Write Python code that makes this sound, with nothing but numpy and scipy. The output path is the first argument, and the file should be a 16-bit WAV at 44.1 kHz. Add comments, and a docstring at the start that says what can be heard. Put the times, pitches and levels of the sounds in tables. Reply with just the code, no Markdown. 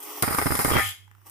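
"""On a wooden floor in a small room, a toy robot swings its little circular saw down.
The geared arm motor whirs, then the blade bites with a snap. Its edge rasps and bounces, knocking the
plastic chassis and thumping the floor; the knocks crowd together, then the disc binds, squeals,
rings and runs out. A low hum and a few light ticks remain until the arm motor stirs again."""
import sys
import numpy as np
from scipy import signal
from scipy.fft import rfft, irfft
from scipy.io import wavfile
from scipy.ndimage import uniform_filter1d

SR = 44100
rng = np.random.default_rng(int(sys.argv[2]) if len(sys.argv) > 2 else 0)


def wrap_up_sound(samples):
    """Save the sound to the file named by the first command line argument, as 16-bit audio."""
    columns = np.atleast_2d(samples).T
    # keep every value between -1 and 1, then stretch to whole-number steps
    tamed = np.clip(columns, -1, 1)
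    steps = np.round(tamed * 32767).astype(np.int16)
    wavfile.write(sys.argv[1], SR, steps)


N = 57330

# EQ curves of the background rumble and the reverb: (frequency [Hz], gain [dB])
RUMBLE_EQ = [(25, 14), (60, 9), (150, 7), (380, 1), (600, -10), (1000, 0), (3000, -7), (4200, -26),
             (6000, -28), (15000, -35)]
REVERB_EQ = [(60, -9), (300, -8.5), (550, -10.5), (850, -5.5), (3200, 6.5), (5000, 5), (11000, -2),
             (15000, -4)]
# Glide and fade of the low hum: (time [s], pitch [Hz], level [dB])
HUM_CURVE = [(.78, 102.3, -80), (.82, 106, -38), (.87, 100.5, -38), (.92, 93.4, -47), (.96, 94.6, -69),
             (1.0, 96.7, -52.5), (1.1, 99.3, -54), (1.2, 100, -56.5), (1.3, 100, -60)]
# Resonances of the plastic body: (frequency [Hz], gain [dB], t60 [s])
CHASSIS_MODES = [(294, -55.5, 0.079), (443, -61.5, 0.14), (841, -51, 0.15), (950, -55, 0.014),
                 (1247, -53, 0.1), (1230, -73, 0.007), (1567, -49, 0.035), (2105, -59, 0.14),
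                 (2090, -51, 0.045), (2162, -44.5, 0.058)]
# Ticks of the settling arm: (time [s], level [dB], pitch [Hz])
TICK_CUES = [(1.078, -34, 1410), (1.113, -28.5, 1750), (1.150, -32.5, 1280), (1.182, -38, 1100),
             (1.216, -38.5, 950)]
# Effort of the arm motor: (time [s], level [dB])
ARM_ENVELOPE = [(0, -42.5), (.035, -39), (.07, -35.5), (.11, -34), (.15, -35.5), (.175, -32), (.215, -34.5),
                (.25, -45.5), (1.0, -70), (1.15, -66), (1.245, -59.5), (1.27, -41.5), (1.3, -50.5)]
# Whine of the gear train at full effort: (frequency [Hz], level [dB])
GEAR_PARTIALS = [(290.7, -54), (360, -57), (425.3, -49), (712, -74), (1244, -62), (1287, -57)]
# Gear teeth clicking as the arm starts: (time [s], level [dB])
TOOTH_CUES = [(.003, -14), (0.01, -19), (0.0197, -22), (0.0274, -11.5), (0.034, -13), (0.044, -17),
              (0.05, -18), (1.267, -23), (1.274, -30), (1.297, -16.5)]
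# EQ curves of the ticks, motor grind and gear clicks: (frequency [Hz], gain [dB])
TICK_EQ = [(200, -13), (600, -22), (850, 5.5), (1700, 0.5), (2800, -11), (4000, -23), (8000, -14),
           (15000, -20)]
ARM_EQ = [(80, -17), (140, -5.5), (200, -8), (300, 13.5), (600, 1.5), (860, 6), (1200, 9.5), (1500, -1.5),
          (3000, 2.5), (4100, -12.5), (5300, 4.5), (7000, -2), (9000, 1), (13500, 4.5), (15500, 9.5)]
TOOTH_EQ = [(300, -10.5), (1200, -10), (4000, -12.5), (9000, 1), (13500, 7), (16000, 0)]
# Scrape of the disc working free: (time [s], level [dB], centre frequency [Hz])
DISC_SWEEP = [(.69, -60, 3170), (.735, -34, 3370), (.755, -38.5, 2950), (.77, -26.5, 2120),
              (.795, -29.5, 1850), (.82, -30.5, 1920), (.84, -34, 2520), (.90, -40.5, 3370),
              (.93, -48.5, 3090), (1.0, -79, 3050), (1.06, -95, 3000)]
# Ring of the saw disc and bright modes of its edge: (frequency [Hz], gain [dB], t60 [s])
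DISC_MODES = [(784, 1, 0.24), (1238, 7, .2), (1350, -19, 0.092), (1570, -12, 0.16), (1774, 10, .18),
              (1950, 5, 0.21), (1960, -18, 0.056), (2020, 0, 0.088), (2147, 7.5, 0.25), (2506, 6.5, 0.12),
              (3130, 4, 0.11), (3196, 13, 0.056), (3300, 18, 0.056), (4050, -5, .074)]
EDGE_MODES = [(3980, -29, 0.11), (5196, -32.5, 0.058), (9500, -39.5, 0.038), (10460, -39, 0.04)]
# Rasp of the blade: (time [s], level [dB])
RASP_ENVELOPE = [(.221, -85), (.226, -33), (.26, -37), (.36, -35), (.5, -36.5), (.6, -30), (.74, -32.5),
                 (.82, -31.5), (.89, -32), (.93, -46.5), (1.0, -72), (1.05, -100)]
# Fuller grind under load, riding on the rasp envelope: (time [s], level offset [dB])
LOAD_ENVELOPE = [(.22, 4), (.55, 0), (.63, -3.5), (.78, -5.5), (.82, -4.5), (.9, -52)]
# Cracks of the saw teeth catching: (time [s], level [dB], t60 [s])
SNAP_CUES = [(0.2239, 10, 0.032), (.3475, -2, 0.031), (0.386, -2, 0.014), (0.553, 0, 0.031),
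             (0.59, -2.5, 0.054), (0.6455, 0, 0.033)]
# Blade bounces: (time [s], clack level [dB], thump level [dB], chatter t60 [s], clack pitch [Hz])
KNOCK_CUES = [(.225, 0, -2, 0.03, 1200), (0.2319, 4, 0, 0.066, 1390), (0.2408, -7, 4, 0.022, 1170),
              (0.2776, 3, 0, 0.11, 556), (0.2853, -4, -6, 0.0095, 1290), (0.309, -2.5, 0.5, 0.057, 820),
              (0.326, 1, -9, 0.23, 1230), (0.347, -3.5, -0.5, 0.041, 1370), (0.385, 6, -1, 0.067, 1170),
              (0.415, -0.5, -27, 0.018, 650), (0.4225, 2, -7, 0.039, 1200), (0.459, -3, 6.5, 0.042, 610),
              (0.4661, 3, 6, .036, 610), (0.4735, -7, 0.5, 0.03, 1250), (0.5057, 2, 4, 0.12, 1850),
              (0.5203, 0.5, 5.5, 0.022, 596), (.545, -6, -3.5, 0.028, 786), (.552, 0, -3.5, 0.057, 940),
              (.5911, 5, -2, 0.043, 1040), (.599, 1.5, -2.5, 0.18, 750), (0.6481, 4, 2, 0.023, 620),
              (0.6568, 1, 2.5, 0.017, 840), (0.6633, -7, -1, 0.013, 760), (0.68, -2, 2, 0.081, 766),
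              (.688, -6.5, -8, 0.021, 760), (.696, -3, -9, 0.042, 770), (.703, 1, -4, 0.072, 1240),
              (0.7131, -0.5, 2, 0.036, 600), (0.7196, 3, 5, 0.017, 776), (0.7346, 4, 2.5, 0.086, 960),
              (0.7432, -1.5, -1, 0.081, 1010), (0.7534, 3.5, 5, 0.052, 564), (0.762, -0.5, 8, 0.066, 1270),
              (0.767, 5, -25, 0.015, 1860), (.777, -0.5, 4, 0.077, 1400), (0.7837, 4, 0, 0.065, 1270),
              (.793, -2, 0.5, 0.036, 1980)]
# EQ curves of the saw's layers: (frequency [Hz], gain [dB])
RASP_EQ = [(100, -42), (550, -42), (800, -8.5), (1500, -3), (2200, -9), (2750, -33), (3900, -14.5),
           (4400, -3.5), (5200, -5), (6200, -2.5), (7500, 3), (8600, -3.5), (9500, -3), (10800, 8.5),
           (12700, 2.5), (13500, -28), (15500, 2)]
LOAD_EQ = [(100, 5.5), (400, 0), (1200, 8), (2200, 2.5), (2650, -4.5), (4200, -25.5), (4700, -3.5),
           (5400, 2.5), (5900, -35), (7500, -22), (8600, 6.5), (9500, 10.5), (11000, 3), (12700, 3),
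           (14000, 11), (15500, -3.5)]
SNAP_EQ = [(300, -62), (2000, 7), (4000, 8), (7000, 5), (10000, 20), (15000, 7.5)]
CLACK_EQ = [(60, -25.5), (200, -4), (400, 2), (600, -1), (800, 1.5), (1300, 4.5), (1650, -2), (2200, -2),
            (2650, -12.5), (4000, -20.5), (5200, -11.5), (7000, -30), (10000, -39), (15000, -11.5)]
THUMP_EQ = [(20, -7.5), (50, -8.5), (80, 3.5), (130, -2), (220, -5), (400, -5), (700, -17.5), (2000, -74)]

DISC_PAN_DB = 2.5
TIME = np.arange(N) / SR


def from_db(db):
    """Decibels to gain."""
    return 10 ** (np.asarray(db) / 20)


def unit_rms(x):
    """Scale to rms 1."""
    return x / np.sqrt(np.mean(x ** 2) + 1e-20)


def automation(rows):
    """The columns of a breakpoint curve at every sample."""
    times, *columns = np.transpose(rows)
    return [np.interp(TIME, times, column) for column in columns]


def pan(db):
    """Constant-power gains for a level difference; positive is left."""
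    gains = from_db(np.array([[.5], [-.5]]) * db)
    return gains / np.sqrt(np.mean(gains ** 2, axis=0))


def convolve(x, response):
    """Play stereo x through an impulse response."""
    return signal.fftconvolve(x, response, axes=1)[:, :N]


def eq(x, curve):
    """Minimum-phase EQ with unit power gain."""
    size = 8192
    hz, db = np.transpose(curve)
    bin_hz = np.arange(size // 2 + 1) * SR / size
    log_gain = np.log(from_db(np.interp(np.log(bin_hz + 1), np.log(hz), db)))
    cepstrum = irfft(log_gain)[:size // 2]
    cepstrum[1:] *= 2
    response = irfft(np.exp(rfft(cepstrum, size)))
    return convolve(x, response[None] / np.linalg.norm(response))


def tail(t60):
    """Dense stereo ringing that dies away; unit energy."""
    t = np.arange(SR // 2) / SR
    ringing = rng.standard_normal((2, len(t))) * from_db(-60 * t / t60)
    return ringing / np.linalg.norm(ringing, axis=1, keepdims=True)


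def rattle(x, t60, ring_db):
    """Contacts blended with the dense ringing they start, at unchanged power."""
    wet = from_db(ring_db)
    return (x + wet * convolve(x, tail(t60))) / np.hypot(1, wet)


def ring(x, hz, t60):
    """One mode: a unit click sets a sine of height 1 ringing."""
    r, w = from_db(-60 / (t60 * SR)), 2 * np.pi * hz / SR
    return signal.lfilter([0, np.sin(w)], [1, -2 * r * np.cos(w), r * r], x + 1e-18)


def resonate(x, modes):
    """A body adds its modes to whatever shakes it."""
    return x + sum(from_db(db) * ring(x, hz, t60) for hz, db, t60 in modes)


def clicks(times, db):
    """Stereo impulses at the given times."""
    out = np.zeros((2, N))
    out[:, np.clip((np.atleast_1d(times) * SR).astype(int), 0, N - 1)] = from_db(db)
    return out


def grains(per_s, spread_db):
    """Random tiny contacts of uneven size; rms 1."""
    sizes = from_db(spread_db * np.minimum(rng.exponential(1, N), 5)) * rng.choice([-1, 1], N)
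    hits = rng.random(N) < per_s / SR
    return np.tile(unit_rms(sizes * hits), (2, 1))


def waver():
    """Smooth random modulation, some tens of turns a second; rms 1."""
    return unit_rms(uniform_filter1d(uniform_filter1d(rng.standard_normal(N), size=700), size=700))


def chatter(times, levels_db, t60s, contact_db=-18.5):
    """Each hit is one sharp contact in a dying flurry of smaller ones."""
    out = np.zeros((2, N + SR))
    for start, gain, t60 in zip((times * SR).astype(int), from_db(levels_db), t60s):
        out[:, start:start + SR // 2] += gain * tail(t60)
        out[:, start + 20] += gain * from_db(contact_db) * rng.choice([-1, 1])
    return out[:, :N]


def clack(time, db, t60, hz, width_hz=130):
    """One hit, coloured by the broad resonance of the spot it strikes on the chassis."""
    hit = chatter(np.array([time]), [db], [t60])
    resonance = signal.lfilter(*signal.iirpeak(hz, hz / width_hz, fs=SR), hit + 1e-18)
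    return hit + from_db(-3.5) * resonance


def rumble():
    """A quiet bed of low noise that steps up when the saw bites."""
    level_db = np.where(TIME < SNAP_CUES[0][0], -88.5, -66.5)
    return from_db(level_db) * eq(rng.standard_normal((2, N)), RUMBLE_EQ)


def reverb(x):
    """The short, bright tail of a small room."""
    return from_db(-9.5) * eq(convolve(x, tail(t60=.34)), REVERB_EQ)


def hum():
    """A low, drifting sine hum, mostly on the right."""
    hz, db = automation(HUM_CURVE)
    gate = TIME > HUM_CURVE[0][0]
    tone = np.sqrt(2) * np.sin(2 * np.pi * np.cumsum(hz) / SR)
    return gate * from_db(db) * tone * pan(-13)


def ticks():
    """Light plastic ticks as the arm settles."""
    return eq(sum(clack(time, db, t60=.019, hz=hz) for time, db, hz in TICK_CUES), TICK_EQ)


def gear_whine(wobble=.004, spin_up_s=.028, flutter_db=1.5):
    """The gears start slightly flat and spin up to a fluttering whine."""
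    speed = 1 + wobble * waver() - .06 * np.exp(-TIME / spin_up_s)
    travel = np.cumsum(speed) / SR
    whine = np.zeros((2, N))
    for hz, db in GEAR_PARTIALS:
        gain = from_db(db + flutter_db * waver()) * np.sqrt(2)
        cycles = hz * travel + rng.random() + rng.random((2, 1)) / 2
        whine += gain * np.sin(2 * np.pi * cycles)
    return whine


def arm_motor():
    """Whine and grind follow the motor's effort; single gear teeth click at each start."""
    effort_db, = automation(ARM_ENVELOPE)
    swing = from_db(effort_db - effort_db.max()) * (TIME < 1)  # only the full swing whines
    whine = gear_whine() * swing
    grind = eq(rattle(grains(per_s=9200, spread_db=-.5), t60=.051, ring_db=3), ARM_EQ)
    teeth = eq(rattle(clicks(*np.transpose(TOOTH_CUES)), t60=.041, ring_db=34), TOOTH_EQ)
    return whine + resonate(grind, CHASSIS_MODES) * from_db(effort_db) + teeth


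def sweep_gain(hz, centre_hz, width_oct=.28, skirt_db=-26):
    """Gain of a band under the moving resonance of the scrape."""
    return from_db(skirt_db) + np.exp(-.5 * (np.log2(hz / centre_hz) / width_oct) ** 2)


def disc_scrape():
    """A scrape sinks as the disc binds, rises as it works free, and rings the modes it passes."""
    level_db, centre_hz = automation(DISC_SWEEP)
    edges_hz = np.geomspace(1100, 3500, 11)
    scrape = np.zeros((2, N))
    for low, high in zip(edges_hz, edges_hz[1:]):
        contacts = rattle(grains(per_s=4000, spread_db=-.5), t60=.0052, ring_db=3.5)
        band = signal.sosfilt(signal.butter(2, [low, high], "band", fs=SR, output="sos"), contacts)
        scrape += unit_rms(band) * sweep_gain(np.sqrt(low * high), centre_hz)
    rub = rng.standard_normal((2, N))
    ringing = sum(from_db(db) * ring(rub * np.sqrt(sweep_gain(hz, centre_hz)), hz, t60)
                  for hz, db, t60 in DISC_MODES)
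    blend = from_db(-2) * unit_rms(scrape) + from_db(-.5) * unit_rms(ringing)
    return blend * from_db(level_db) * pan(DISC_PAN_DB)


def disc_squeal(peak_s=.793, rise_db_per_s=512, fall_db_per_s=406):
    """One mode of the disc swells as it binds and dies as it lets go."""
    t = TIME - peak_s
    level_db = -23.5 + np.minimum(rise_db_per_s * t, -fall_db_per_s * t)
    tone = unit_rms(ring(rng.standard_normal((2, N)), hz=1975, t60=.036))
    return tone * from_db(level_db) * pan(DISC_PAN_DB)


def disc_ring_out(release_s=.795, lowpass_hz=1420):
    """The disc springs free with a soft blow and rings on, its low modes longest."""
    soften = signal.butter(2, lowpass_hz, fs=SR, output="sos")
    strike = signal.sosfilt(soften, clicks(release_s, db=-32) + 1e-18)
    ringing = sum(from_db(db) * ring(strike, hz, t60) * rng.choice([-1, 1], (2, 1))
                  for hz, db, t60 in DISC_MODES)
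    return ringing * pan(DISC_PAN_DB)


def blade_rasp():
    """The spinning edge scrapes: dense contacts ring the blade, with a fuller grind under load."""
    rasp_db, = automation(RASP_ENVELOPE)
    load_db, = automation(LOAD_ENVELOPE)
    scrape = np.zeros((2, N))
    for level_db, curve in (rasp_db, RASP_EQ), (rasp_db + load_db + 4, LOAD_EQ):
        contacts = grains(per_s=7000, spread_db=7) * from_db(level_db)
        scrape += eq(rattle(contacts, t60=.11, ring_db=11.5), curve)
    return resonate(scrape, EDGE_MODES) * pan(-2)


def blade_snaps():
    """Bright cracks as the teeth catch, the first by far the loudest."""
    return eq(chatter(*np.transpose(SNAP_CUES)), SNAP_EQ)


def blade_knocks(push_lead_s=.00093):
    """Each bounce clacks the chassis and thumps the floor: one push, then its shaking."""
    times, clack_db, thump_db, t60, hz = np.transpose(KNOCK_CUES)
    clacks = sum(clack(*cue) for cue in zip(times, clack_db, t60, hz))
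    push = clicks(times - push_lead_s, thump_db - 4) * pan(-17)
    shake = chatter(times, thump_db - 6.5, t60) * pan(-4.25)
    return eq(clacks, CLACK_EQ) * pan(.5) + eq(push + shake, THUMP_EQ)


def scene():
    """The robot and its room reverb over a bed of hum and rumble."""
    body = resonate(blade_knocks() + blade_rasp() + ticks(), CHASSIS_MODES)
    robot = body + blade_snaps() + disc_scrape() + arm_motor() + disc_squeal() + disc_ring_out()
    return rumble() + hum() + reverb(robot) + robot


def record(dry, ceiling=.7, cutoff_hz=15450):
    """Soft clipping rounds the peaks and a steep low-pass trims the top."""
    lowpass = signal.ellip(12, .2, 80, cutoff_hz, fs=SR, output="sos")
    return signal.sosfilt(lowpass, ceiling * np.tanh(dry / ceiling))


dry = scene()
out = record(dry)
wrap_up_sound(out)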